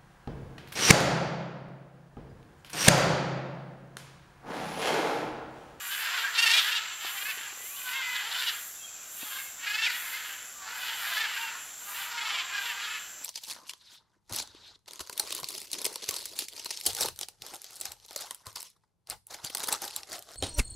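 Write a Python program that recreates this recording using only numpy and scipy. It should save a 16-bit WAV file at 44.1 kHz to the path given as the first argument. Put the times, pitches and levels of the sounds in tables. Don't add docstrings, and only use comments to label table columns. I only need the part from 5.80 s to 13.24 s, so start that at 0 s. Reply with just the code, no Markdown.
import sys
import numpy as np
from scipy import signal
from scipy.fft import rfft, irfft
from scipy.io import wavfile

SR = 44100
rng = np.random.default_rng(int(sys.argv[2]) if len(sys.argv) > 2 else 0)


def persist_wave(psi):
    counts = np.round(np.clip(psi, -1, 1) * 32767).astype(np.int16)
    wavfile.write(sys.argv[1], SR, np.atleast_2d(counts).T)


def gain_from_db(level_db):
    decades = np.asarray(level_db, float) / 20
    return 10 ** decades


N = 328104

# f/Hz, density level/dB
FOREST_SPECTRUM = [(15, -52), (25, -18), (497, -16), (785, -9), (851, -14), (1500, -7), (1960, -13.5),
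                   (3180, -11), (5030, -13.5), (7340, -2.5), (8400, -41), (11600, -15), (15600, -24)]
FOREST_DB = -51

# t/s, peak level/dB, f/Hz, overtone level/dB
SHELL_TAPS = [(1.246, -47, 373, 7), (1.428, -52, 550, -10), (1.485, -55, 537, 10), (1.574, -50.5, 420, -7),
              (1.608, -56.5, 303, -2), (1.677, -72, 475, 22), (1.726, -54, 390, -3), (1.772, -56, 505, -1),
              (1.805, -56, 487, 3), (1.84, -54, 420, -6), (3.429, -44.5, 273, -6), (7.412, -60, 275, 4)]

# t/s, level/dB
CICADA_LEVEL = [(0.0, -47), (4.14, -47), (4.81, -49), (5.12, -47.5), (7.44, -47.5)]
# f/Hz, width/Hz, level/dB
CICADA_DRUM_MODES = [(6050, 630, -4), (7100, 910, -46), (7420, 470, 6.5)]
CICADA_STROKE_HZ, CICADA_EVEN_DB = 79.27, -10
# start t/s, hold/s, level/dB
KATYDID_SWELLS = [(.08, 0.14, -42.5), (.39, 0.033, -48.5), (.64, 0.25, -44), (1.3, 0.21, -44.5),
                  (1.86, 0.26, -45), (2.31, 0.092, -49.5), (2.6, 0.28, -46.5), (3.38, 0.26, -45),
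                  (3.9, 0.05, -49.5), (4.16, 0.17, -44.5), (4.47, 0.046, -49), (4.99, 0.084, -49),
                  (5.2, 0.17, -45), (5.56, 0.077, -49.5), (6.1, 0.13, -45), (6.83, 0.067, -50.5),
                  (7.2, .12, -57.5)]
# f/Hz, width/Hz, level/dB
KATYDID_WING_MODES = [(9350, 1300, -9), (11700, 1400, 0), (8500, 900, -14), (14000, 1200, -6),
                      (15000, 900, -10)]
WING_RISE_DB_S, WING_FALL_DB_S, WING_REST_DB = 89, 110, -61
# t/s, level/dB
LOW_KATYDID_CHIRPS = [(1.62, -51.5), (2.55, -51), (3.0, -54), (4.68, -53), (5.84, -52), (6.48, -54.5),
                      (7.09, -54.5)]

# t/s, f/Hz, level/dB
RISING_WHISTLE = [(1.76, 1900, -57), (1.86, 2050, -54), (1.93, 2550, -53), (1.98, 3000, -53),
                  (2.03, 3200, -54)]
# t/s, f/Hz, level/dB
HIGH_WHISTLES = [
    [(2.95, 3400, -60), (2.972, 3670, -59), (2.98, 3800, -84)],
    [(3.0, 3200, -67), (3.048, 3270, -43), (3.08, 3260, -64)],
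    [(3.09, 3100, -66), (3.102, 3240, -68), (3.16, 3370, -69)],
]
# t/s, f/Hz, level/dB
LOW_WHISTLES = [
    [(2.98, 2620, -66), (3.0, 2673, -58), (3.04, 2663, -60)],
    [(3.07, 2640, -63), (3.082, 2504, -54), (3.13, 2450, -71)],
    [(3.13, 2420, -67), (3.154, 2547, -59), (3.18, 2440, -63)],
    [(3.19, 2880, -61), (3.204, 2470, -60), (3.26, 2390, -66)],
    [(3.41, 2430, -57), (3.426, 2640, -43), (3.44, 2720, -57)],
]
# t/s, f/Hz, level/dB
SOFT_COOS = [
    [(1.88, 1090, -64), (1.95, 1158, -56), (2.0, 1100, -60)],
    [(4.75, 1200, -58), (4.79, 1190, -54), (4.84, 1140, -55)],
]
# t/s, f/Hz, level/dB
HELD_OVERTONES = [
    [(.08, 1520, -47), (.12, 1560, -43), (.155, 1680, -42)],
    [(.432, 1620, -38), (.45, 1610, -35), (.468, 1560, -39)],
    [(.468, 1880, -40), (.49, 1650, -35), (.498, 1600, -39), (.503, 1800, -39), (.52, 1820, -42)],
    [(4.058, 2640, -36), (4.072, 2300, -31), (4.084, 1980, -32), (4.1, 2050, -41)],
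    [(5.47, 2950, -46), (5.52, 2900, -44), (5.56, 2820, -46)],
    [(5.58, 900, -47), (5.62, 930, -44), (5.665, 915, -47)],
    [(5.605, 2780, -45), (5.65, 2760, -42), (5.71, 2680, -47)],
    [(6.71, 1520, -44), (6.755, 1650, -42), (6.8, 1560, -41)],
]

# start t/s, hold/s, level/dB, beak over windpipe level/dB
FAR_BURSTS = [(0., 0.12, -37, 3), (0.201, 0.24, -29.5, -0.5), (0.595, 0.21, -24.5, 7),
              (0.738, 0.049, -23.5, 7), (0.842, 0.11, -28.5, 0), (1.028, 0.091, -35, 12),
              (1.226, 0.063, -34, 2), (1.387, 0.26, -37.5, 2.5), (1.622, 0.76, -47, 15),
              (1.99, 0.12, -42, 28), (2.104, 0.24, -34.5, 6.5), (2.36, 0.33, -35, 2),
              (2.698, 0.11, -48.5, -14), (2.834, 0.11, -61, -3), (3.184, 0.076, -51.5, 4),
              (3.412, 0.15, -40.5, 19), (3.864, 0.23, -32.5, 4), (4.06, 0.053, -29, 0),
              (4.25, 0.25, -37, 1), (4.536, 0.11, -45, -2), (4.89, 0.22, -36.5, -5.5),
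              (5.027, 0.21, -36, 4), (5.285, 0.16, -32, 7), (5.496, 0.19, -34.5, 0.5),
              (5.78, 0.12, -47.5, 4), (6.02, .07, -48.5, 17), (6.148, 0.088, -35.5, 2),
              (6.345, 0.31, -38, 3), (6.487, 0.072, -33, 13), (6.72, 0.14, -33.5, 6), (6.858, 0.32, -37, 5),
              (7.26, 0.19, -53.5, -1)]
# start t/s, hold/s, level/dB, throat f/Hz
DEEP_BURSTS = [(0., 0.12, -48.5, 1140), (0.233, 0.2, -42.5, 920), (0.562, 0.21, -42.5, 800),
               (.85, 0.28, -53, 960), (1.234, 0.13, -49.5, 940), (1.4, 0.33, -53, 880),
               (2.068, 0.26, -47, 1040), (2.427, 0.2, -46.5, 830), (3.448, 0.095, -48, 990),
               (3.806, 0.48, -52.5, 890), (4.299, 0.27, -56, 930), (4.847, 0.62, -45.5, 840),
               (5.313, 0.44, -46.5, 960), (6.068, 0.16, -47, 970), (6.306, 0.26, -41.5, 980),
               (6.724, 0.23, -46.5, 890), (7.025, 0.079, -44, 1220)]
CALL_RISE_DB_S, CALL_FALL_DB_S, FAR_PIPE_HZ, PIPE_HZ_PER_DB = 221, 158, 1640, 3

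# f/Hz, level/dB
VOICE_SPECTRUM = [(300, -33), (500, -21), (950, -10), (1400, -3), (2500, -6), (4600, -2), (7000, -6.5),
                  (10000, -8.5), (15000, -54)]
THROB_S = .04
SQUAWK_GAP_S = .064
SMEAR_RAD, CLEAR_SMEAR_RAD = 1.1, .35

# t/s, pitch f/Hz, level/dB, windpipe f/Hz
LONG_CRY = [
    (1.99, 498, -52, 1500),
    (2.09, 505, -40, 1500),
    (2.12, 502, -41, 1600),
    (2.16, 538, -36, 2100),
    (2.205, 530, -36, 2000),
    (2.235, 508, -39, 2050),
    (2.33, 505, -39, 2050),
    (2.44, 498, -42, 2000),
    (2.5, 490, -54, 2000),
]
CRY_WIDTH_HZ, CRY_OPEN_DB = 300, -19

# first throb t/s, last throb t/s, end level/dB, pitch f/Hz, beak over windpipe level/dB
HOARSE_CALLS = [(.132, .132, -30.5, 414.4, 7), (.347, .398, -30.5, 489, 1), (.482, .482, -34, 449, -13),
                (.565, .565, -27.5, 454, 5), (1.261, 1.261, -32.5, 428.5, 28), (2.361, 2.361, -29, 398, 3),
                (2.405, 2.405, -34.5, 500, 3), (2.525, 2.525, -31, 465, 13), (2.56, 2.632, -27.5, 484, 9),
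                (2.689, 2.689, -27.5, 486, 8), (2.714, 2.755, -41, 418.4, -20),
                (3.525, 3.595, -36.5, 518, 2), (4.414, 4.414, -40, 495, -2), (4.915, 4.999, -40, 493, 2),
                (5.089, 5.089, -37, 442, 14), (5.24, 5.24, -32.5, 488, -6), (5.57, 5.57, -33, 413, 1),
                (5.651, 5.685, -46, 535, 6), (6.179, 6.227, -39.5, 494, 7), (6.981, 6.981, -38, 425, -10),
                (7.01, 7.045, -33.5, 420, 7)]
HOARSE_PIPE_HZ, HOARSE_BEAK_HZ, HOARSE_SWELL_DB_S = 1660, 2630, 15

# windpipe f/Hz, beak f/Hz, late opening/Hz, beak over windpipe level/dB, swell/(dB per s)
CLEAR_THROATS = [
    (1830, 2730, 0, 10, 0),
    (1780, 2700, 0, 2, 32),
    (2700, 3800, 0, -5, 30),
    (2300, 3250, 0, -2, 10),
    (1650, 3580, 0, -5, 10),
    (1650, 2450, 0, -4, 0),
    (2350, 3350, 0, 1, 10),
    (2080, 2650, 0, -8, 10),
]
BEAK_SHIFT_HZ = [0, 250, 0, 150, 100, 0, 0, 0]
MIDCYCLE_SLAP = [.32, .14, 0, 0, .08, .3, 0, 0]
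# first throb t/s, last
# throb t/s, end level/dB, first pitch f/Hz, last pitch f/Hz
NEAR_CALLS = [(.593, .634, -18, 457, 461), (.672, .711, -18, 448, 455), (4.032, 4.054, -24.5, 449, 449)]
MIDDLE_CALLS = [(.168, .168, -51, 443, 443), (.2, .28, -36, 440, 452), (.32, .32, -39, 443, 437),
                (.886, .886, -27, 433, 431), (1.383, 1.502, -30, 390, 441.7), (3.842, 3.842, -36, 370, 376),
                (3.878, 3.912, -29, 411, 415), (3.952, 3.952, -26, 431, 429),
                (3.994, 3.994, -26, 443, 444.5), (6.868, 6.907, -32, 465, 451),
                (7.077, 7.155, -34, 433, 437)]
HIGH_CALLS = [(.925, .966, -25, 460, 473), (2.683, 2.683, -26.5, 487, 487)]
THIN_CALLS = [(6.385, 6.42, -30.5, 432, 419), (6.465, 6.504, -30.5, 439, 439),
              (6.554, 6.592, -28.5, 469, 455)]
DARK_CALLS = [(5.276, 5.328, -30.5, 412, 401), (5.376, 5.414, -25.5, 427, 445.7),
              (5.446, 5.446, -29, 432, 429)]
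LATE_CALLS = [(6.747, 6.783, -29, 411, 402), (6.82, 6.82, -39, 400, 400)]
OPEN_CALLS = [(.746, .783, -18.5, 478, 488)]
SHY_CALLS = [(4.277, 4.277, -39, 414, 414), (4.337, 4.36, -35, 512, 528)]
CLEAR_CALLS = [NEAR_CALLS, MIDDLE_CALLS, HIGH_CALLS, THIN_CALLS, DARK_CALLS, LATE_CALLS, OPEN_CALLS, SHY_CALLS]

CLIFF_T60_S, CLIFF_DB, CLIFF_LAG_S = .45, -9, .05
TOP_HZ = 15750


def level(x, db):
    return x * gain_from_db(db) / np.sqrt(np.mean(x ** 2))


def curve(table):
    s, *columns = np.transpose(table)
    return [np.interp(np.arange(N) / SR, s, c) for c in columns]


def colour(f, points):
    hz, db = np.transpose(points)
    return gain_from_db(np.interp(np.log(f + 1), np.log(hz), db))


def walk(rate, size=N):
    knots = rng.standard_normal(int(size * rate / SR) + 2)
    return 1.212 * np.interp(np.arange(size) * rate / SR, np.arange(len(knots)), knots)


def add(out, s, piece):
    i = int(s * SR) - len(piece) // 2 + np.arange(len(piece))
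    ok = (i >= 0) & (i < N)
    out[i[ok]] += piece[ok]


def total_db(db):
    return 10 * np.log10(np.sum(gain_from_db(db) ** 2, axis=0) + 1e-18)


def bursts(table, s, rise_db_s, fall_db_s):
    start, hold, db = np.transpose(table)[:3, :, None]
    early_s = np.maximum(start - s, 0)
    late_s = np.maximum(s - start - hold, 0)
    return db - rise_db_s * early_s - fall_db_s * late_s


def ring(f, hz, width):
    return 1j * f * width / (hz ** 2 - f ** 2 + 1j * f * width)


def modes(x, table):
    f = np.arange(N // 2 + 1) * SR / N
    gain = sum(gain_from_db(db) * np.abs(ring(f, hz, width)) ** 2 for hz, width, db in table)
    return irfft(rfft(x) * gain, N)


def forest():
    f = np.arange(N // 2 + 1) * SR / N
    hiss = irfft(rfft(rng.standard_normal(N)) * colour(f, FOREST_SPECTRUM), N)
    return level(hiss, FOREST_DB + 2.5) * gain_from_db(0.15 * walk(2.5))


def taps():
    out = np.zeros(N)
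    t = np.maximum(np.arange(-2000, 2000) / SR, 0)
    envelope = (1 - np.exp(-t / 0.0031)) * np.exp(-t / 0.0031)
    for s, db, hz, over_db in SHELL_TAPS:
        overtones = np.sin(2 * np.pi * 2.06 * hz * t) + 1.25 * np.sin(2 * np.pi * 3.2 * hz * t)
        shell = np.sin(2 * np.pi * hz * t) + gain_from_db(over_db - 1.0) * overtones
        add(out, s, gain_from_db(db + 15.5) * shell * envelope)
    return out


def buzz(rate_hz, sharp, steady, click_db):
    phase = 2 * np.pi * np.cumsum(rate_hz * (1 + .0015 * walk(6))) / SR
    strikes = rng.standard_normal(N) * (steady + np.exp(sharp * (np.cos(phase) - 1)))
    click = np.diff(np.exp(6000 * (np.cos(phase) - 1)), prepend=0)
    teeth = rng.standard_normal(round(SR / rate_hz))
    click = signal.fftconvolve(click, teeth)[:N]
    return level(strikes, 0) + level(click, click_db)


def cicada():
    strokes = buzz(CICADA_STROKE_HZ, sharp=0.18, steady=1.0, click_db=CICADA_EVEN_DB)
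    whine = modes(strokes * gain_from_db(0.5 * walk(30)), CICADA_DRUM_MODES)
    return level(whine, 0.12) * gain_from_db(curve(CICADA_LEVEL)[0])


def katydid_db():
    s = np.arange(0, N / SR + .01, .01)
    db = total_db(bursts(KATYDID_SWELLS, s, WING_RISE_DB_S, WING_FALL_DB_S))
    return curve(np.transpose([s, np.maximum(db, WING_REST_DB)]))[0]


def katydids():
    strokes = buzz(102.09, sharp=1.5, steady=6, click_db=-7)
    near = level(modes(strokes, KATYDID_WING_MODES), 2.52) * gain_from_db(katydid_db())
    t = np.arange(N) / SR
    chirps = sum(gain_from_db(db) * np.exp(-((t - s) / 0.12) ** 2) for s, db in LOW_KATYDID_CHIRPS)
    low = level(modes(rng.standard_normal(N), [(10900, 2600, 0)]), 0.59)
    return near + low * chirps


def whistle(table):
    s, hz, db = np.transpose(table)
    t = np.arange(s[0], s[-1], 1 / SR)
    ends = np.clip(np.minimum(t - s[0], s[-1] - t) / 0.0027, 0, 1)
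    hz = np.interp(t, s, hz) * (1 + 0.0036 * walk(65.0, len(t)))
    strength = np.sqrt(2) * gain_from_db(np.interp(t, s, db) + 2 * walk(66, len(t)))
    out = np.zeros(N)
    add(out, t.mean(), strength * ends * np.sin(2 * np.pi * np.cumsum(hz) / SR))
    return out


def throat_pulses(phase, hz, second, shimmer_db, breath):
    size = len(phase)
    slap = np.exp(250 * (np.cos(phase) - 1)) + second * np.exp(-250 * (np.cos(phase) + 1))
    slap = slap * gain_from_db(shimmer_db * np.clip(walk(hz, size), -3, 1.3))
    rasp = breath * rng.standard_normal(size) * (1 + np.cos(phase - 1))
    return slap - slap.mean() + rasp


def vocal_tract(f, pipe_hz, beak_hz, beak_db, open_db, width_hz):
    throat = ring(f, pipe_hz, width_hz) - gain_from_db(beak_db + 3.5) * ring(f, beak_hz, 1.53 * width_hz)
    direct = gain_from_db(open_db) + gain_from_db(-17.5) * ring(f, 4770, 1530)
    return throat + gain_from_db(max(beak_db, 0)) * direct


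def near_echoes(f, smear_rad):
    lag_s, share = rng.uniform(.0002, .003, 3), rng.uniform(-.22, .22, 3)
    near = 1 + share @ np.exp(-2j * np.pi * np.outer(lag_s, f))
    return near * np.exp(1j * smear_rad * walk(SR / 30, len(f)))


def throbs(table, length_s, jitter, shimmer_db, breath, fall, glide, open_db, width_hz, smear_rad):
    out, size = np.zeros(N), 3072
    t, f = (np.arange(size) - size / 2) / SR, np.arange(size // 2 + 1) * SR / size
    voice = colour(f, VOICE_SPECTRUM)
    gaps = np.diff([row[0] for row in table], append=99)
    steps = np.diff(np.log([row[2] for row in table]), append=0)
    steps = np.where(np.roll(gaps, 1) > SQUAWK_GAP_S, glide / 3, steps * (np.abs(steps) < glide))
    for (s, db, hz, pipe_hz, beak_hz, beak_db, second), gap, step in zip(table, gaps, steps):
        last = gap > SQUAWK_GAP_S
        if last:
            bend = 1 - fall * np.clip(t / length_s + .3, 0, 3) ** 2
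        else:
            bend = 1 + step * t / .04
        phase = 2 * np.pi * np.cumsum(hz * bend * (1 + jitter * walk(hz, size))) / SR
        pulses = throat_pulses(phase, hz, second, shimmer_db, breath)
        stretch = 1 + np.where(t > 0, .85, .4) * last
        swell = np.exp(-np.abs(t / (length_s * stretch)) ** 2.5)
        throat = vocal_tract(f, pipe_hz, beak_hz, beak_db, open_db, width_hz)
        air = gain_from_db(0.16 * (db + 22.5) * np.maximum(f - 3000, 0) / 1000)
        piece = irfft(rfft(pulses * swell) * throat * voice * air * near_echoes(f, smear_rad), size)
        add(out, s, piece * gain_from_db(db - 4.0) / np.sqrt(np.mean(piece ** 2) / np.mean(swell ** 2)))
    return out


def flock():
    s = np.arange(0, N / SR, 1 / 75)
    chance = rng.uniform(-1, 1, (len(s), 5)).T
    calls = bursts(FAR_BURSTS, s, CALL_RISE_DB_S, CALL_FALL_DB_S)
    db, beak_db = total_db(calls), np.transpose(FAR_BURSTS)[3, calls.argmax(axis=0)]
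    lows = bursts(DEEP_BURSTS, s, CALL_RISE_DB_S, CALL_FALL_DB_S)
    deep_db, deep_hz = total_db(lows), np.transpose(DEEP_BURSTS)[3, lows.argmax(axis=0)]
    pipe_hz = FAR_PIPE_HZ + PIPE_HZ_PER_DB * (np.maximum(db, -55) + 35)
    deep = np.arange(len(s)) % 3 == 0
    throb_s = s + .006 * chance[0]
    level_db = np.where(deep, deep_db + 5.5, db - 2.5) + 2 * chance[1]
    pitch_hz = np.where(deep, 400, 455) * (1 + np.where(deep, .22, .13) * chance[2])
    throat_hz = np.where(deep, deep_hz, pipe_hz) * (1 + 0.037 * chance[3])
    beak_hz = 3000 + 600 * chance[4]
    rows = np.transpose([throb_s, level_db, pitch_hz, throat_hz, beak_hz, np.where(deep, -22, beak_db), 0 * s])
    return throbs(rows, length_s=0.021, jitter=.027, shimmer_db=4, breath=.06, fall=0, glide=0,
                  open_db=-10.5, width_hz=400, smear_rad=SMEAR_RAD)


def cry():
    hz, db, pipe_hz = curve(LONG_CRY)
    t, k = np.arange(N) / SR, np.arange(2, 8)[:, None]
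    on = (t > LONG_CRY[0][0]) & (t < LONG_CRY[-1][0])
    size = on.sum()
    wavering_hz = hz * (1 + .005 * walk(60) + .008 * walk(300))
    phase = 2 * np.pi * np.cumsum(wavering_hz[on]) / SR
    width_hz = CRY_WIDTH_HZ * np.maximum(gain_from_db(2.5 * (db[on] + 39)), 1)
    gains = np.abs(ring(k * hz[on], pipe_hz[on], width_hz)) + gain_from_db(CRY_OPEN_DB) * (np.abs(k - 5.5) < 1)
    flutter = np.array([gain_from_db(2 * walk(70, size)) for _ in k])
    overtones = np.sum(gains * flutter * np.cos(k * phase), axis=0)
    out = np.zeros(N)
    out[on] = overtones * gain_from_db(db[on] + 2 + 2 * walk(45, size))
    return out


def train(first_s, last_s):
    along = np.linspace(1, 0, round((last_s - first_s) / THROB_S) + 1)[::-1]
    return first_s + along * (last_s - first_s), along


def hoarse_squawks():
    rows = []
    for first_s, last_s, db, hz, beak_db in HOARSE_CALLS:
        s = train(first_s, last_s)[0]
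        c = rng.uniform(-1, 1, (len(s), 4)).T
        level_db = db + HOARSE_SWELL_DB_S * (s - last_s) + 0.25 * c[0]
        pipe_hz = HOARSE_PIPE_HZ * (1 + 0.027 * c[2])
        beak_hz = HOARSE_BEAK_HZ * (1.14 + 0.33 * c[3])
        rows += zip(s, level_db, hz * (1 + .06 * c[1]), pipe_hz, beak_hz, beak_db + 0 * s, 0 * s)
    return throbs(rows, length_s=0.0164, jitter=.026, shimmer_db=4, breath=.05, fall=0.0121, glide=0,
                  open_db=-12.5, width_hz=420, smear_rad=.8)


def clear_squawks():
    rows = []
    birds = zip(CLEAR_THROATS, BEAK_SHIFT_HZ, MIDCYCLE_SLAP, CLEAR_CALLS)
    for (pipe_hz, beak_hz, open_hz, beak_db, swell), wander_hz, second, squawks in birds:
        for first_s, last_s, db, first_hz, last_hz in squawks:
            s, along = train(first_s, last_s)
            hz = first_hz + along * (last_hz - first_hz)
            opening = open_hz * np.clip((hz - 450) / 30, 0, 1) * along
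            beak = beak_hz + opening + wander_hz * rng.uniform(-1, 1, len(s))
            tuned_pipe, tuned_beak = hz * np.round(pipe_hz / hz), hz * np.round(beak / hz)
            level_db = db + swell * (s - last_s)
            rows += zip(s, level_db, hz, tuned_pipe, tuned_beak, beak_db + 0 * s, second + 0 * s)
    return throbs(sorted(rows), length_s=0.0138, jitter=0.0062, shimmer_db=1.5, breath=0.014, fall=.055,
                  glide=0.0586, open_db=-15, width_hz=370, smear_rad=CLEAR_SMEAR_RAD)


def cliff(x):
    t = np.arange(SR) / SR
    decay = np.exp(-np.log(1000) * t / CLIFF_T60_S)
    wash = rng.standard_normal(SR) * decay * np.clip(t / CLIFF_LAG_S, 0, 1)
    wash = signal.lfilter([1], [1, -.6], wash)
    return x + gain_from_db(CLIFF_DB) * signal.fftconvolve(x, wash / np.linalg.norm(wash))[:N]


def scene():
    background = forest() + taps() + cicada() + katydids()
    whistles = [RISING_WHISTLE, *HIGH_WHISTLES, *LOW_WHISTLES, *SOFT_COOS, *HELD_OVERTONES]
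    notes = sum(whistle(note) for note in whistles)
    clear = clear_squawks() + cry()
    echoing = cliff(.25 * clear + hoarse_squawks() + flock() + .4 * notes)
    mono = echoing + .92 * clear + .65 * notes + background
    return np.array([mono, mono])


def roll_off(x):
    return signal.sosfilt(signal.butter(12, 15760, fs=SR, output="sos"), x)


def record(dry):
    low_pass = signal.ellip(10, .2, 80, TOP_HZ, fs=SR, output="sos")
    mix = signal.sosfilt(low_pass, dry)
    return roll_off(mix)


dry = scene()
out = record(dry)
persist_wave(out)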